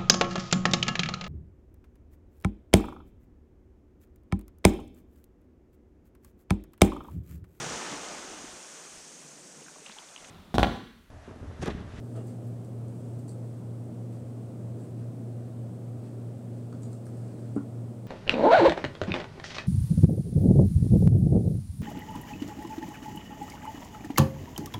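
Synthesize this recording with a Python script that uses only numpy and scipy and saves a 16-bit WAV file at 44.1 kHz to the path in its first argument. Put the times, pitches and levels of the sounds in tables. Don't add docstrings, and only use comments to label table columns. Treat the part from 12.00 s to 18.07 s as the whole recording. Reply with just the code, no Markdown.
import sys
import numpy as np
from scipy import signal
from scipy.fft import rfft, irfft
from scipy.io import wavfile

SR = 44100
rng = np.random.default_rng(int(sys.argv[2]) if len(sys.argv) > 2 else 0)


def unload_audio(sound):
    columns = np.transpose(np.atleast_2d(sound))
    steps = np.round(np.clip(columns, -1, 1) * 32767)
    wavfile.write(sys.argv[1], SR, steps.astype(np.int16))


N = 267687


def from_db(db):
    return 10 ** (np.asarray(db) / 20)


def rms_one(x):
    return x / np.sqrt(np.mean(x ** 2) + 1e-20)


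def add(track, start_s, sound):
    start = round(start_s * SR)
    track[start:start + len(sound)] += sound[:N - start]


def coloured_noise(spectrum):
    hz, db = np.transpose(spectrum)
    bin_hz = np.maximum(np.arange(N // 2 + 1) * SR / N, 1)
    gain = from_db(np.interp(np.log(bin_hz), np.log(hz), db))
    return rms_one(irfft(rfft(rng.standard_normal(N)) * gain, N))


def resonate(force, modes):
    out = 0
    for k, (hz, width, db) in enumerate(modes):
        radius, angle = np.exp(-np.pi * width / SR), 2 * np.pi * hz / SR
        gain = (-1) ** k * from_db(db) * (1 - radius ** 2) / 2
        poles = [1, -2 * radius * np.cos(angle), radius ** 2]
        out = out + signal.lfilter([gain, 0, -gain], poles, force)
    return out


def grains(count, spread_db):
    return rng.standard_normal(count) * from_db(spread_db * rng.standard_normal(count))


def pressure(t, slip_s):
    progress = np.maximum(t, 0) / slip_s
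    return np.sqrt(2 * progress) * np.exp(.5 ** 2 - progress ** 2)


def burst(start_s, attack_s, hold_s, fade_db_per_s):
    t = np.arange(N) / SR - start_s
    fading_s = np.clip(t - attack_s - hold_s, 0, 1)
    return np.clip(t / attack_s, 0, 1) * from_db(-fade_db_per_s * fading_s)


def friction(force, slips, modes):
    return resonate(force * slips + 1e-18, modes) / np.std(resonate(slips, modes))


def touch(slip_s, modes, db):
    t = np.arange(SR // 10) / SR
    force = grains(len(t), spread_db=3.5) * pressure(t, slip_s)
    return from_db(db) * rms_one(resonate(force, modes)) / np.sqrt(10)


# pitch in Hz, level in dB.
HUM_TONES = [(118.138, -38.9), (114.942, -50.1), (91.6, -59.5), (239.98, -49.8)]
# frequency in Hz, relative level in dB.
AIR_SPECTRUM = [(48, -35), (66, -21.5), (90, -5.5), (117, -0.5), (138, -3.5), (190, -1), (400, -9),
                (630, -14), (930, -27.5), (1270, -31), (1800, -39.5), (3500, -47), (8000, -71)]

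def ventilation(air_db=-43, swell_s=.189):
    t = np.arange(N) / SR - swell_s
    drone = sum(from_db(db) * np.sqrt(2) * np.cos(2 * np.pi * hz * t) for hz, db in HUM_TONES)
    return drone + from_db(air_db) * coloured_noise(AIR_SPECTRUM)


# frequency in Hz, width in Hz, gain in dB.
RIM_MODES = [(4600, 720, -2), (6160, 260, 1), (7160, 890, 1.5), (8430, 680, 7), (9900, 1340, -4)]
# frequency in Hz, width in Hz, gain in dB.
WALL_MODES = [(1450, 630, 2.5), (2700, 1100, -5.5), (4350, 1200, -5.5)]
# start in seconds, length in seconds, rim level in dB, wall level in dB.
FINGER_STROKES = [(.03, .25, -71, -84), (.26, .07, -70.5, -68.5), (.9, .3, -72, -84), (1.42, .1, -73, -79),
                  (2.1, 0.088, -72, -73), (2.775, 0.08, -68.5, -72), (2.96, 0.071, -84, -70),
                  (3.39, .07, -86, -72), (4.025, 0.055, -73, -66.5), (4.52, .12, -75, -82),
                  (4.79, .13, -69, -78), (5.06, 0.46, -71, -70)]

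def finger_rubs():
    t = np.arange(N) / SR
    on_rim, on_wall = np.zeros(N), np.zeros(N)
    for start_s, stroke_s, rim_db, wall_db in FINGER_STROKES:
        stroke = pressure(t - start_s, stroke_s)
        on_rim += from_db(rim_db) * stroke
        on_wall += from_db(wall_db) * stroke
    rim = friction(on_rim, grains(N, spread_db=1.5), RIM_MODES)
    wall = friction(on_wall, grains(N, spread_db=0.5), WALL_MODES)
    return rim + wall


# frequency in Hz, width in Hz, gain in dB.
GRIPPED_MODES = [(332, 196, 5.5), (593, 370, -1), (1190, 83, -5.5), (1500, 1200, -26), (2780, 110, -16),
                 (3300, 2200, -38.5)]

def thread_grind(level_db=-43.5):
    force = from_db(level_db) * burst(start_s=.146, attack_s=.007, hold_s=0.031, fade_db_per_s=260)
    return friction(force, grains(N, spread_db=3.0), GRIPPED_MODES)


# frequency in Hz, width in Hz, gain in dB.
SCRATCH_BANDS = [(12500, 3600, 0), (14800, 2000, -22)]
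# start in seconds, length in seconds, rim level in dB, scratch level in dB.
SCRAPE_HITS = [(.157, 0.017, -59.5, -78), (.261, 0.019, -62, -68), (.439, 0.013, -76, -72),
               (.467, .012, -69, -68), (.645, .006, -64, -78), (.879, .007, -65, -82),
               (1.188, 0.0087, -64, -70), (2.115, .03, -70, -73), (4.878, .004, -75, -76),
               (5.168, .01, -66, -77), (5.554, .01, -62, -79)]

def scrapes():
    out = np.zeros(N)
    for start_s, slip_s, rim_db, scratch_db in SCRAPE_HITS:
        add(out, start_s, touch(slip_s, RIM_MODES, rim_db) + touch(slip_s, SCRATCH_BANDS, scratch_db))
    return out


# frequency in Hz, width in Hz, gain in dB.
BODY_MODES = [(1290, 91, 6.5), (1850, 510, -9), (2800, 1100, -20), (4600, 480, -16)]
# snap time in seconds, levels of body, rim, scratch
# and drag in dB, then the rim's pitch ratio and damping ratio, which change with the grip.
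CLICK_HITS = [(1.2912, -78, -53.5, -71, -56, 0.98, 0.55), (4.725, -53, -66, -86, -82, 0.93, 1.4),
              (4.831, -66, -56, -79, -63, 0.94, 0.87), (4.929, -70, -57, -78, -65, 1.01, 0.93),
              (5.066, -59, -61, -73, -62, 1.05, 1.8)]

def cap_clicks(drag_s=0.0074, drag_lead_s=.013, snap_s=0.0037, rebound_s=0.0053, rebound_after_s=.022):
    out = np.zeros(N)
    for at_s, body_db, rim_db, scratch_db, drag_db, pitch, damping in CLICK_HITS:
        rim = [(hz * pitch, width * damping, db) for hz, width, db in RIM_MODES]
        drag = touch(drag_s, rim, drag_db) + touch(drag_s, SCRATCH_BANDS, drag_db - 18)
        add(out, at_s - drag_lead_s, drag)
        for modes, db in ((BODY_MODES, body_db), (rim, rim_db), (SCRATCH_BANDS, scratch_db)):
            add(out, at_s, touch(snap_s, modes, db))
            add(out, at_s + rebound_after_s, touch(rebound_s, modes, db - 8))
    return out


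# frequency in Hz, width in Hz, gain in dB.
BASE_MODES = [(783, 45, 3.5), (964, 45, -3), (1080, 85, -1), (1376, 80, -1), (1480, 78, -6),
              (2300, 740, -19)]

def base_rattle(level_db=-46.5, muffle_hz=1700):
    paper = signal.butter(2, muffle_hz, fs=SR, output="sos")
    contacts = signal.sosfilt(paper, grains(N, spread_db=3.5))
    force = from_db(level_db) * burst(start_s=5.559, attack_s=0.0019, hold_s=0.014, fade_db_per_s=600)
    return friction(force, contacts, BASE_MODES)


# frequency in Hz, level in dB, seconds to fade by 60 dB.
TABLE_MODES = [(214.5, -17.5, 0.18), (281.3, -22.5, 0.21), (393, -30.5, 0.079), (432, -43, .1)]
# start in seconds, level in dB.
LANDING_HITS = [(5.563, 0.5), (5.5657, -5.5)]

def table_knock(contact_s=0.0011, low_cut_hz=170):
    out, t = np.zeros(N), np.arange(SR // 2) / SR
    ringing = sum(from_db(db - 60 * t / t60) * np.sin(2 * np.pi * hz * t) for hz, db, t60 in TABLE_MODES)
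    push = np.sin(np.pi * np.minimum(t / contact_s, 1))
    knock = signal.fftconvolve(ringing, push / push.sum())[:len(t)]
    for start_s, db in LANDING_HITS:
        add(out, start_s, from_db(db) * knock)
    return signal.sosfilt(signal.butter(2, low_cut_hz, "high", fs=SR, output="sos"), out)


def room(direct, wet_db, predelay_s=0.0046, t60_s=0.21):
    t = np.arange(SR // 2) / SR
    tail = rng.standard_normal(len(t)) * from_db(-60 * t / t60_s) * (t > predelay_s)
    reverb = signal.fftconvolve(direct, tail / np.linalg.norm(tail))[:N]
    return direct + from_db(wet_db) * reverb


def scene():
    plastic = cap_clicks() + scrapes() + thread_grind() + finger_rubs() + base_rattle()
    handling = from_db(-2.0) * room(plastic, wet_db=-2.5)
    knock = room(table_knock(), wet_db=-18.0)
    return (handling + knock + ventilation())[None]


# frequency in Hz, relative level in dB.
HISS_SPECTRUM = [(40, 7.5), (1500, -1.5), (3500, -0.5), (6500, 0), (7600, 2.5), (8500, 5.5), (9500, 0.5),
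                 (11300, -4.5), (15700, -7.5)]

def record(dry, hiss_db=-67.5, low_cut_hz=65, high_cut_hz=15750):
    low_cut = signal.butter(4, low_cut_hz, "high", fs=SR, output="sos")
    high_cut = signal.ellip(12, .1, 90, high_cut_hz, fs=SR, output="sos")
    hiss = from_db(hiss_db) * coloured_noise(HISS_SPECTRUM)
    return signal.sosfilt(high_cut, signal.sosfilt(low_cut, dry) + hiss)


dry = scene()
out = record(dry)
unload_audio(out)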